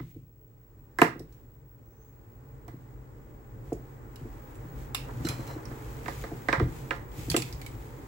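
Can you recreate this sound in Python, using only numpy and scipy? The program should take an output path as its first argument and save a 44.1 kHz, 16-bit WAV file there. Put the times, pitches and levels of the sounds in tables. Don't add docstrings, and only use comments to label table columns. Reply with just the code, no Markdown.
import sys
import numpy as np
from scipy import signal
from scipy.fft import rfft, irfft, next_fast_len
from scipy.io import wavfile
from scipy.ndimage import uniform_filter1d, map_coordinates

SR = 44100
rng = np.random.default_rng(int(sys.argv[2]) if len(sys.argv) > 2 else 0)


def store_pcm(level_fs):
    pcm = np.round(np.clip(level_fs, -1, 1) * 32767).astype(np.int16)
    wavfile.write(sys.argv[1], SR, np.atleast_2d(pcm).T)


N = 355887
LENGTH = SR // 2
T = np.arange(LENGTH) / SR


def amp(db):
    return 10 ** (np.asarray(db) / 20)


def unit(x):
    return x / np.sqrt(np.mean(x ** 2) + 1e-20)


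def along(points, hz):
    point_hz, values = np.transpose(points)
    return np.interp(np.log(hz + 1), np.log(point_hz + 1), values)


def curves(rows):
    times, *columns = np.transpose(rows)
    return [np.interp(np.arange(N) / SR, times, column) for column in columns]


def wobble(rate):
    knots = rng.standard_normal(int(N * rate / SR) + 4)
    return map_coordinates(knots, [np.arange(N) * rate / SR])


def filtered(x, response):
    n = x.shape[-1]
    padded = 2 * next_fast_len(n // 2 + 4096)
    spectrum = rfft(x, padded) * response(np.fft.rfftfreq(padded, 1 / SR))
    return irfft(spectrum, padded)[..., :n]


def causal(db):
    cepstrum = irfft(np.log(amp(db) + 1e-6))
    half = len(cepstrum) // 2
    fold = np.r_[1, np.full(half - 1, 2), 1, np.zeros(half - 1)]
    return np.exp(rfft(cepstrum * fold))


def rolloff(hz, cut_hz):
    return causal(-10 * np.log10(1 + (hz / cut_hz) ** 4))


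def resonances(modes, hz):
    total = 0
    for k, (center, width, db) in enumerate(modes):
        band = 1j * hz * width / (center * center - hz * hz + 1j * hz * width)
        total = total + (-1) ** k * amp(db) * band
    return total


def sized(shape, pitch_hz):
    return [(ratio * pitch_hz, width * pitch_hz, db) for ratio, width, db in shape]


def diffuse(n):
    mic_gap, sound_speed = 0.22, 343

    def spread(hz):
        alike = .95 * np.sinc(2 * hz * mic_gap / sound_speed)
        return np.sqrt([1 + alike, 1 - alike])

    mid, side = filtered(rng.standard_normal((2, n)), spread)
    return unit(np.array([mid + side, mid - side]))


def rush(spectrum):
    return unit(filtered(diffuse(N), lambda hz: amp(along(spectrum, hz))))


# frequency in Hz, time to fall by 60 dB in seconds.
ROOM = [(80, 0.55), (300, 0.26), (800, 0.25), (2500, 0.28), (7000, 0.23), (15000, 0.18)]
NEAR_ECHO = .0039


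def contact(settle, chatter_db, room_db, echo=0):
    chatter = diffuse(LENGTH) * amp(-60 * T / max(settle, .003))
    hz, t, bins = signal.stft(diffuse(LENGTH), SR, nperseg=256)
    decay = amp(-60 * t / along(ROOM, hz)[:, None])
    tail = signal.istft(bins * decay, SR, nperseg=256)[1][:, :LENGTH]
    direct = (T == 0) + amp(chatter_db) * unit(chatter) / np.sqrt(LENGTH)
    bounce = echo * np.roll(direct, round(NEAR_ECHO * SR), axis=1)
    return direct + bounce + amp(room_db) * unit(tail) / np.sqrt(LENGTH)


def add(track, s, sound, db, pan_db=0):
    head = sound[:, :SR * 3 // 100]
    gain = amp([[db + pan_db / 2], [db - pan_db / 2]]) / np.sqrt(np.mean(head ** 2))
    part = track[:, max(round(s * SR), 0):][:, :LENGTH]
    part += (sound * gain)[:, :part.shape[1]]


def tones(rows):
    total = 0
    for hz, db, waver_hz in rows:
        phase = 2 * np.pi * np.cumsum(hz + waver_hz * wobble(13)) / SR
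        total = total + amp(db) * np.sqrt(2) * np.sin(phase)
    return total


# time in seconds, level in dB.
BED_LEVEL = [(.3, -72.5), (1.05, -62), (1.65, -67), (2.5, -59.5), (3.25, -58), (5.4, -47), (8.07, -50.5)]
# frequency in Hz, relative density in dB per Hz.
RUMBLE = [(13, -38), (22, -18), (53, 4), (87, -10), (108, 2.5), (119, -1), (133, 4.5), (150, -12.5),
          (188, -14.5), (322, -11.5), (391, -17.5), (437, -13.5), (530, -22.5), (600, -19.5), (780, -47),
          (1320, -120)]
AIR = [(150, -25.5), (250, -2), (388, -2.5), (436, 1), (655, -11.5), (798, -3), (1510, -12), (1990, -15.5),
       (2460, -24.5), (4000, -48), (5200, -63.5), (8800, -120)]
HISS = [(1500, -35), (2500, -15), (2900, -19), (4200, -21), (6600, -20), (7450, -12), (9000, -25),
        (10500, -28), (13700, -24), (14900, -16), (15600, -9), (16000, -14)]
# pitch in Hz, level in dB, pitch waver in Hz.
HUM = [(118, -60.5, 2), (439, -76.5, 3)]
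WHINE = [(15675, -75, .2), (15736, -67, 4)]
RUMBLE_DB, RUMBLE_GROWS = -46.5, 0.65
WHINE_WAVER_DB = 3


def workshop():
    bed_db, = curves(BED_LEVEL)
    rumble_db = RUMBLE_DB + RUMBLE_GROWS * (bed_db - bed_db.mean()) + 1.4 * wobble(13)
    rumble = amp(rumble_db) * rush(RUMBLE)
    air = amp(bed_db - 0.5 + 0.31 * wobble(2.4)) * rush(AIR)
    hiss_db = -70.0 + np.minimum(0.49 * (bed_db + 60.0), 3)
    hiss = amp(hiss_db) * rush(HISS)
    whine = amp(WHINE_WAVER_DB * wobble(16)) * tones(WHINE)
    return rumble + air + hiss + tones(HUM) + whine


# time in seconds, pitch in Hz, level in dB.
WHISTLE = [(1.8, 5630, -94), (1.87, 5900, -83), (2.05, 6400, -73), (2.13, 6540, -83), (2.3, 7000, -95)]


def whistle():
    pitch_hz, level_db = curves(WHISTLE)
    fuzz = np.array([wobble(630), wobble(300)])
    phase = 2 * np.pi * np.cumsum(pitch_hz + 60 * wobble(40)) / SR
    sounding = level_db > level_db.min()
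    return sounding * amp(level_db) * unit(fuzz * np.sin(phase))


STROKE_ATTACK_S, STROKE_RELEASE_S = .05, .1


def stroke(start, length):
    t = np.arange(N) / SR - start
    rise = np.minimum(t, 0) / STROKE_ATTACK_S
    fall = np.maximum(t - length, 0) / STROKE_RELEASE_S
    return np.exp(rise - fall)


# start in seconds, length in seconds,
# drive in dB before the flutter and the added grain.
STROKES = [(0.03, 0.072, -67.5), (1.33, 0.045, -71.5), (2.795, .15, -76), (3.68, .05, -66),
           (4.2, 0.56, -66.5), (4.786, 0.037, -59), (5.0, 0.26, -58), (5.244, .25, -53.5),
           (5.704, 0.57, -56), (6.093, 0.11, -52), (6.372, 0.59, -59), (6.764, 0.029, -54.5),
           (7.184, .3, -50.5), (7.595, 0.53, -60)]
# frequency in Hz, relative density in dB per Hz.
RUB = [(1180, -38.5), (2000, -1.5), (2480, -0.5), (2840, -4.5), (6040, -7.5), (7610, -4), (9030, -12),
       (12500, -8.5), (14600, -6.5), (15500, -5)]
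RESTING_RUB_DB = -18


def hands():
    bed_db, = curves(BED_LEVEL)
    power = amp(bed_db + RESTING_RUB_DB) ** 2
    for s, length, db in STROKES:
        power = power + (amp(db) * stroke(s, length)) ** 2
    slips = (rng.random(N) < 900 / SR) * rng.exponential(size=N)
    slip_sound = contact(settle=0.0087, chatter_db=11.5, room_db=1.5)
    grain = signal.fftconvolve(slips[None], slip_sound, axes=1)[:, :N]
    grain = unit(filtered(grain, lambda hz: amp(along(RUB, hz))))
    return np.sqrt(power) * amp(wobble(14)) * (rush(RUB) + grain / 2)


# frequency in Hz, width in Hz, relative level in dB.
STATOR = [(540.2, 23, -3), (712.4, 81, -5), (866, 56, -2), (970, 140, -1.5), (1229, 100, -1),
          (1397, 27, -1.5), (1596, 63, -3), (1743, 41, -0.5), (1886, 43, 1), (2030, 100, -2.5),
          (2129, 14, -2), (2305, 97, -11)]
# time in seconds, level in dB.
DRAG = [(5.0, -80), (5.1, -43), (5.16, -65.5), (5.2, -43), (5.3, -47), (5.42, -53), (5.56, -48), (5.7, -70)]


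def drag():
    level_db, = curves(DRAG)
    grit = diffuse(N) * amp(6.1 * wobble(45))
    scrape = filtered(grit, lambda hz: resonances(STATOR, hz) * rolloff(hz, cut_hz=930))
    moving = level_db > level_db.min()
    return moving * amp(level_db) * unit(scrape)


# frequency in Hz, relative level in dB, time to fall by 60 dB in seconds.
STEEL = [(1345, -5, .2), (2910, -10, .25), (3990, -6, .25), (4153, -1, .24), (5050, -9, .22),
         (5485, -8, .24), (5990, -8, .28), (7480, -9, .28), (8600, -13, .2), (12760, -13, .12)]
# start in seconds, ring level in dB.
JINGLES = [(5.249, -44), (5.268, -52), (5.289, -46), (5.395, -59), (5.475, -56), (5.51, -58)]


def end_cap():
    out = np.zeros((2, N))
    mode_hz, mode_db, t60 = np.transpose(STEEL)[:, :, None]
    for s, db in JINGLES:
        flutter = unit(uniform_filter1d(rng.standard_normal((len(STEEL), LENGTH)), size=300))
        envelope = amp(mode_db - 60 * T / t60 + 3 * flutter)
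        modes = envelope * np.sin(2 * np.pi * mode_hz * T + flutter / 2)
        balance = amp(2 * rng.standard_normal((2, len(STEEL))))
        add(out, s, balance @ modes, db)
    return out


FIDGET_SPAN, FIDGET_COUNT = (5.0, 7.7), 6
FIDGET_DB, FIDGET_SCATTER_DB, FIDGET_HZ = -68, 10, 4130


def fidgets():
    rows = []
    for slot in np.linspace(*FIDGET_SPAN, num=FIDGET_COUNT):
        late, strong, high = rng.uniform(-1.1, 1, 3)
        level_db = FIDGET_DB + FIDGET_SCATTER_DB * strong
        rows.append((slot + 0.13 * late, level_db, FIDGET_HZ * 2 ** (high / 2), level_db))
    return rows


# start in seconds, clack level in dB, clack pitch in Hz, tick level in dB.
CLINKS = [(1.194, -64, 5260, -58.5), (1.325, -73, 5550, -73), (3.729, -59, 6700, -62),
          (4.158, -61, 2930, -57), (4.554, -66, 7460, -76), (4.947, -35.5, 2700, -35.5),
          (5.251, -48.5, 3970, -50), (5.269, -42.5, 1440, -48), (5.287, -42, 2370, -38),
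          (5.476, -61, 2770, -58), (5.654, -56, 5400, -69), (5.714, -52, 1310, -81),
          (7.3, -39.5, 4500, -34.5), (7.315, -43.5, 2390, -39), (7.364, -34.5, 2620, -41),
          (7.365, -40, 7270, -30.5), (7.421, -46, 2480, -41.5), (7.526, -53, 4830, -56.5),
          (7.615, -52, 2220, -52.5), (7.663, -52.5, 2210, -50)]
# ratio to its pitch, width as a share of its pitch, relative level in dB.
PART = [(.4, .14, -1.5), (.66, .1, -7.5), (.81, .08, 1.5), (.92, 0.12, 2.5), (1.02, 0.065, 8.5),
        (1.33, 0.062, 2.5), (1.48, 0.07, -4), (1.65, 0.053, 0)]
# frequency in Hz, relative density in dB per Hz.
TICK = [(1000, -30), (3000, -5), (4200, 1), (5500, -1), (6500, -4), (7600, 1), (9000, -6), (11000, -4),
        (13000, -4), (14500, -9), (16000, -14)]


def clinks():
    out = np.zeros((2, N))
    ripple_hz = np.linspace(0, SR / 2, num=70)
    for s, clack_db, pitch_hz, tick_db in CLINKS + fidgets():
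        touch = contact(settle=0.02, chatter_db=17, room_db=13.5, echo=0.45)
        ripple_db = 3 * rng.standard_normal(len(ripple_hz))
        tick = filtered(touch, lambda hz: causal(along(TICK, hz) + np.interp(hz, ripple_hz, ripple_db)))
        clack = filtered(touch, lambda hz: resonances(sized(PART, pitch_hz), hz))
        add(out, s, clack, clack_db, pan_db=-10.0)
        add(out, s, tick, tick_db)
    return out


# start in seconds, level in dB, pitch in Hz.
THUDS = [(0.002, -38, 149), (0.161, -43, 159), (1.157, -41.5, 338), (1.201, -42, 340), (2.736, -43.5, 188),
         (3.721, -30, 428), (4.209, -39.5, 124), (4.25, -44, 320), (4.648, -41, 160.5), (5.199, -33, 129.5),
         (5.246, -30, 247), (5.291, -34, 151), (5.39, -38.5, 294), (5.56, -38.5, 312), (5.711, -43, 422),
         (6.317, -37, 363), (6.575, -28.5, 80), (6.606, -25, 270), (6.618, -24, 115), (6.651, -36, 59),
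         (7.18, -39, 120), (7.28, -35, 221), (7.3, -31, 99), (7.371, -31, 370), (7.53, -37, 61.6)]
# frequency in Hz, width in Hz, relative level in dB.
BOARD = [(58, 20, 4.5), (126.7, 12, 10), (164.8, 10.3, 4), (245.1, 39, -3), (332, 51, 0.5), (403, 47, -6.5),
         (446.2, 39, -3), (575, 40, -16), (688, 40, -7.5)]
KNOCK_THUD_HZ = 418
SETTLE_CYCLES = 11
THUD_WIDTH = 0.55


def thuds():
    out = np.zeros((2, N))
    under_knocks = [(s, thud_db, KNOCK_THUD_HZ) for s, *_, thud_db in KNOCKS]
    for s, db, pitch_hz in THUDS + under_knocks:
        push = contact(SETTLE_CYCLES / pitch_hz, chatter_db=-4.0, room_db=-6.5)
        push = THUD_WIDTH * push + (1 - THUD_WIDTH) * push.mean(axis=0)

        def boom(hz):
            octaves = np.log2((hz + 1) / pitch_hz)
            return resonances(BOARD, hz) * causal(-5 * np.minimum(octaves ** 2, 8))

        add(out, s, filtered(push, boom), db)
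    return out


# start in seconds, knock level in dB,
# corner pitch in Hz, crack cut-off in Hz, level in dB of the thud under it.
KNOCKS = [(0.0, -53.5, 2060, 3050, -53.5), (0.987, -29.5, 2060, 12200, -35.5),
          (1.017, -17.5, 2760, 15000, -17.5), (2.681, -52.5, 1140, 14000, -49),
          (6.059, -45.5, 2630, 5500, -47), (6.082, -37, 2080, 5470, -44.5), (6.239, -44, 1850, 6000, -40.5),
          (6.486, -28, 1980, 4600, -31.5), (6.528, -25, 2390, 4800, -33), (6.598, -36, 1140, 3000, -34.5),
          (6.908, -32, 2760, 3460, -39), (7.343, -35.5, 3100, 4570, -25)]
# ratio to its pitch, width as a share of its pitch, relative level in dB.
CORNER = [(.86, 0.13, -2.5), (1.02, 0.069, 1)]
# frequency in Hz, relative density in dB per Hz.
CRACK = [(1000, -19), (3000, -1), (3900, 1), (4700, -2), (5500, 0), (6500, -5.5), (7700, 0.5), (9500, -7.5),
         (13000, -3), (15500, -6.5)]
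CORNER_DB = -7
CRACK_DB, CRACK_GROWS = -21.5, 0.81
KNOCK_PAN_DB = -7


def knocks():
    out = np.zeros((2, N))
    for s, knock_db, pitch_hz, cut_hz, _ in KNOCKS:
        blow = contact(settle=0.014, chatter_db=9, room_db=6.0, echo=0.49)
        snap = contact(settle=0.019, chatter_db=-1.0, room_db=3.5, echo=0.2)
        stop = contact(settle=.008, chatter_db=-3, room_db=-11, echo=.2)
        ring = filtered(blow, lambda hz: resonances(STATOR, hz) * rolloff(hz, cut_hz=2100))
        clack = filtered(stop, lambda hz: resonances(sized(CORNER, pitch_hz), hz) * rolloff(hz, pitch_hz))
        crack = filtered(snap, lambda hz: causal(along(CRACK, hz)) * rolloff(hz, cut_hz))
        add(out, s, ring, knock_db, KNOCK_PAN_DB)
        add(out, s, clack, knock_db + CORNER_DB, KNOCK_PAN_DB)
        add(out, s, crack, CRACK_DB + CRACK_GROWS * knock_db, KNOCK_PAN_DB)
    return out


def scene():
    background = workshop() + whistle()
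    handling = hands() + drag() + end_cap() + clinks()
    return background + handling + thuds() + knocks()


TOP_HZ = 15900


def record(dry):
    return filtered(np.clip(dry, -1, 1), lambda hz: 1 / np.sqrt(1 + (hz / TOP_HZ) ** 400))


dry = scene()
out = record(dry)
store_pcm(out)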